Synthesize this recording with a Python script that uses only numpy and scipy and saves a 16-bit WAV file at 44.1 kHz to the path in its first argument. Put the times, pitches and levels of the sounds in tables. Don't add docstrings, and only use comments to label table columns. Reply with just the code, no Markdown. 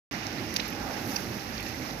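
import sys
import numpy as np
from scipy import signal
from scipy.fft import rfft, irfft
from scipy.io import wavfile
from scipy.ndimage import uniform_filter1d

SR = 44100
rng = np.random.default_rng(int(sys.argv[2]) if len(sys.argv) > 2 else 0)


def persist_wave(psi):
    counts = np.round(np.clip(psi, -1, 1) * 32767).astype(np.int16)
    wavfile.write(sys.argv[1], SR, np.atleast_2d(counts).T)


def field_ratio(decibels):
    return 10 ** (np.asarray(decibels, dtype=float) / 20)


N = 88200


def rms_one(x):
    return x / np.sqrt(np.mean(x ** 2) + 1e-20)


def in_time(rows):
    times_s, *columns = np.transpose(rows)
    return [np.interp(np.arange(N) / SR, times_s, column) for column in columns]


def at_hz(points, hz):
    points_hz, values = np.transpose(points)
    return np.interp(np.log(hz + 1), np.log(points_hz), values)


def drift(rate_hz):
    hop = 40
    pole = np.exp(-2 * np.pi * rate_hz * hop / SR)
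    noise = rng.standard_normal(N // hop + 2002)
    slow = signal.lfilter([1], [1, -2 * pole, pole * pole], noise)[2000:]
    return np.interp(np.arange(N) / hop, np.arange(len(slow)), rms_one(slow))


def resonance(x, hz, width_hz):
    pole = np.exp(-np.pi * width_hz / SR)
    angle = 2 * np.pi * min(hz, SR / 2.2) / SR
    top = np.array([1, 0, -1]) * (1 - pole * pole) / 2
    return signal.lfilter(top, [1, -2 * pole * np.cos(angle), pole * pole], x + 1e-18)


def field(spectrum, patchy_db, flicker_hz):
    # pitch_hz, likeness (0 = unrelated, 1 = the same)
    likeness = [(60, 0.79), (200, 0.99), (400, 0.95), (700, 0.36), (1200, 0.58), (2400, 0.31), (5000, 0.21),
                (15000, 0)]
    hz = np.arange(N // 2 + 1) * SR / N
    colour_db = at_hz(spectrum, hz) - 60 * (hz < spectrum[0][0] / 2)
    mid, side = rfft(rng.standard_normal((2, N))) * field_ratio(colour_db)
    alike = np.clip(at_hz(likeness, hz), 0, 1)
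    both = np.sqrt(1 + alike) * mid + np.sqrt(1 - alike) * side * [[1], [-1]]
    out = 0
    together = drift(3.0)
    half_octave = 2 * np.log2(hz + 1)
    for k in range(9, 29):
        share = np.cos(np.pi / 2 * np.clip(half_octave - k, -1, 1)) ** 2
        band = irfft(both * share, N)
        out = out + band * field_ratio(patchy_db * (together / 2 + drift(flicker_hz)))
    return rms_one(out)


def hiss_of_far_drops(spray_db):
    # (per Hz, relative)
    hiss_colour = [(400, -18), (800, -7), (1000, -1), (1300, -1.5), (1500, -4), (2000, -2), (2700, -5.6),
                   (3200, -7.4), (4500, -10), (6000, -12), (6700, -12.6), (7500, -16), (8500, -21.5),
                   (10500, -19.5), (12500, -19.7), (14500, -22.7), (15500, -26)]
    hiss = field(hiss_colour, patchy_db=1.48, flicker_hz=36.0)
    high_pass = signal.butter(2, 7500, "high", fs=SR, output="sos")
    spray = signal.sosfiltfilt(high_pass, hiss)
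    return hiss + (field_ratio(spray_db) - 1) * spray


def spatter_of_near_drops():
    drops_per_s = 730
    low_hz, high_hz = 1420, 14200
    width_share = 4.3 / 4.9
    tilt_db = -3
    size_db = 3.5 * np.minimum(rng.exponential(1, N), 4.0)
    sizes = field_ratio(size_db) * rng.choice([-1, 1], N)
    born = rng.random(N) < drops_per_s * field_ratio(3.0 * drift(8.0)) / SR
    side_db = rng.normal(0, 2.4, N) * [[1], [-1]]
    drops = sizes * born * field_ratio(side_db)
    dealt = rng.integers(0, 14, N)
    rings = 0
    for k, hz in enumerate(np.geomspace(low_hz, high_hz, 14)):
        ring = resonance(drops * (dealt == k), hz, width_share * hz)
        rings = rings + ring * field_ratio(tilt_db * np.log2(hz / low_hz))
    return rms_one(rings)


def rain():
    # time_s, level_db, spray_db (gain of the fine spray within the hiss)
    downpour = [(.11, -43.5, -10), (.3, -45.5, -17), (.55, -46, -1.5), (.8, -47.5, -6), (.98, -46, -4),
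                (1.09, -47.5, 10), (1.2, -45.5, 2.5), (1.4, -48, 0.5), (1.6, -46.5, 0), (1.8, -47, -0.5),
                (2, -48, 0.5)]
    level_db, spray_db = in_time(downpour)
    spatter_db = -68 + level_db - level_db.mean()
    return field_ratio(level_db) * hiss_of_far_drops(spray_db) + field_ratio(spatter_db) * spatter_of_near_drops()


def wavering_hum():
    # pitch_hz, width_hz (of each of the two passes), level_db
    hum_parts = [(50.4, 9.1, -50), (105.15, 11.7, -54.5), (221.1, 19, -54)]
    hum = 0
    for hz, width_hz, level_db in hum_parts:
        noise = [[1, 0.81], [1, 0.16]] @ rng.standard_normal((2, 2 * N))
        tone = resonance(resonance(noise, hz, width_hz), hz, width_hz)
        hum = hum + field_ratio(level_db) * rms_one(tone[:, N:])
    return hum


def street():
    # time_s, rumble_db, run_off_db
    street_levels = [(.11, -42, -50.5), (.25, -42.5, -48), (.4, -41.5, -48), (.55, -42.5, -52),
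                     (.66, -42.5, -47.5), (.76, -41.5, -47.5), (.9, -41, -42.5), (1.05, -40, -44.5),
                     (1.2, -41.5, -46), (1.32, -41, -50.5), (1.45, -42.5, -50), (1.6, -44.5, -52),
                     (1.8, -41, -51), (2, -43.5, -49)]
    # (per Hz, relative)
    rumble_colour = [(35, -52), (50, -51.5), (70, -2), (100, 2.7), (140, 0.5), (220, 3), (320, 3.1),
                     (420, -5), (650, -9), (900, -32)]
    # (per Hz, relative)
    run_off_colour = [(300, -33), (420, -3.5), (550, 3.5), (670, 2), (820, 8), (1000, -6), (1300, -3.5),
                      (1600, -5.5), (2200, -30)]
    rumble_db, run_off_db = in_time(street_levels)
    hum = wavering_hum()
    rumble = field_ratio(rumble_db) * field(rumble_colour, patchy_db=.8, flicker_hz=10.0)
    run_off = field_ratio(run_off_db) * field(run_off_colour, patchy_db=1.5, flicker_hz=20.0)
    return rumble + run_off + hum


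def splashes():
    # start_s, level_db (roughly the peak), pitch_hz (centre), length_s,
    # spread (to each side, as a share of the centre pitch)
    close_splashes = [(.1283, -40, 5000, .0015, .6), (.2678, -29, 1700, .0012, 2.5),
                      (.540, -33, 7500, .003, 1.2), (.5445, -41, 12000, .001, .6),
                      (.5608, -29, 2600, .009, .5), (.5625, -25, 4500, .0035, .3),
                      (.5620, -36, 12000, .003, .6), (.5670, -25, 4200, .0025, .5),
                      (.5670, -34, 12500, .002, .6), (.5964, -27, 2700, .0025, .3),
                      (.6002, -26, 3500, .002, .22), (.602, -34, 3200, .006, .35),
                      (.6806, -34, 13000, .0014, .6), (.6885, -41, 5500, .001, .3),
                      (.6995, -47, 12500, .01, .03), (.7993, -41, 4500, .001, .5),
                      (1.099, -46, 12000, .003, .3), (1.1440, -39, 12500, .0012, .5),
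                      (1.1585, -34, 4550, .009, .04), (1.1612, -28, 5200, .0014, .25),
                      (1.1636, -30, 5400, .0045, .07), (1.163, -36, 2650, .007, .1),
                      (1.161, -40, 13000, .007, .6), (1.578, -38, 4450, .004, .1),
                      (1.5955, -37, 2600, .007, .15), (1.6055, -38, 12000, .0015, .7),
                      (1.618, -44, 2450, .012, .1), (1.628, -37, 6000, .0015, 2.2),
                      (1.662, -41, 2500, .01, .15), (1.667, -43, 6000, .002, .8),
                      (1.6875, -38, 13000, .0015, .5), (1.742, -42, 2050, .012, .05),
                      (1.829, -44, 5500, .002, .3), (1.9085, -37, 4000, .002, .2)]
    tail_db, tail_s = -13.5, .006
    out = np.zeros((2, N + SR))
    t = np.arange(2048) / SR
    noises = rng.standard_normal((len(close_splashes), 3, 2560))
    for (start_s, level_db, pitch_hz, length_s, spread), noise in zip(close_splashes, noises):
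        burst = np.sin(np.pi * np.clip(t / length_s, 0, 1) ** .7)
        tail = field_ratio(tail_db) * np.exp(-t / tail_s)
        edges_hz = np.minimum(pitch_hz * (1 + spread) ** np.array([-1, 1]), SR / 2.2)
        band_pass = signal.butter(2, edges_hz, "band", fs=SR, output="sos")
        crackle = signal.sosfilt(band_pass, noise[0] + .5 * noise[1:])
        crackle = crackle / np.sqrt(uniform_filter1d(crackle ** 2, size=44) + 1e-12)
        start = int(start_s * SR)
        out[:, start:start + 2048] += field_ratio(level_db) * crackle[:, 500:2548] * (burst + tail) / 2
    return out[:, :N]


def scene():
    port_lag_s = .00048
    left, right = rain() + splashes()
    return np.array([left, np.roll(right, round(port_lag_s * SR))]) + street()


def low_pass(x):
    return signal.sosfilt(signal.butter(12, 16820, fs=SR, output="sos"), x)


def record(dry):
    # pitch_hz, gain_db
    right_port = [(100, 4.8), (420, 5.3), (800, 7.2), (1000, 6.8), (1300, 6.7), (1700, 10.8), (2200, 10.3),
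                  (2700, 11.9), (3200, 7.2), (3800, 9.6), (4500, 11.9), (5300, 16.0), (6000, 15.0),
                  (6700, 8.0), (7500, -0.3), (8500, -0.2), (9500, 1.8), (10500, 6.5), (11500, 11.1),
                  (12500, 12.9), (13500, 11.5), (14500, 7.4), (15500, 4.8)]
    open_s = .1119
    hz = np.arange(N // 2 + 1) * SR / N
    right = irfft(rfft(dry[1]) * field_ratio(at_hz(right_port, hz)), N)
    bass_cut = signal.butter(4, 55, "high", fs=SR, output="sos")
    top_cut = signal.cheby2(14, 45, 15950, fs=SR, output="sos")
    mix = signal.sosfilt(bass_cut, [dry[0], right])
    mix = signal.sosfilt(top_cut, mix)
    is_open = np.arange(N) >= open_s * SR
    return low_pass(mix * is_open)


dry = scene()
out = record(dry)
persist_wave(out)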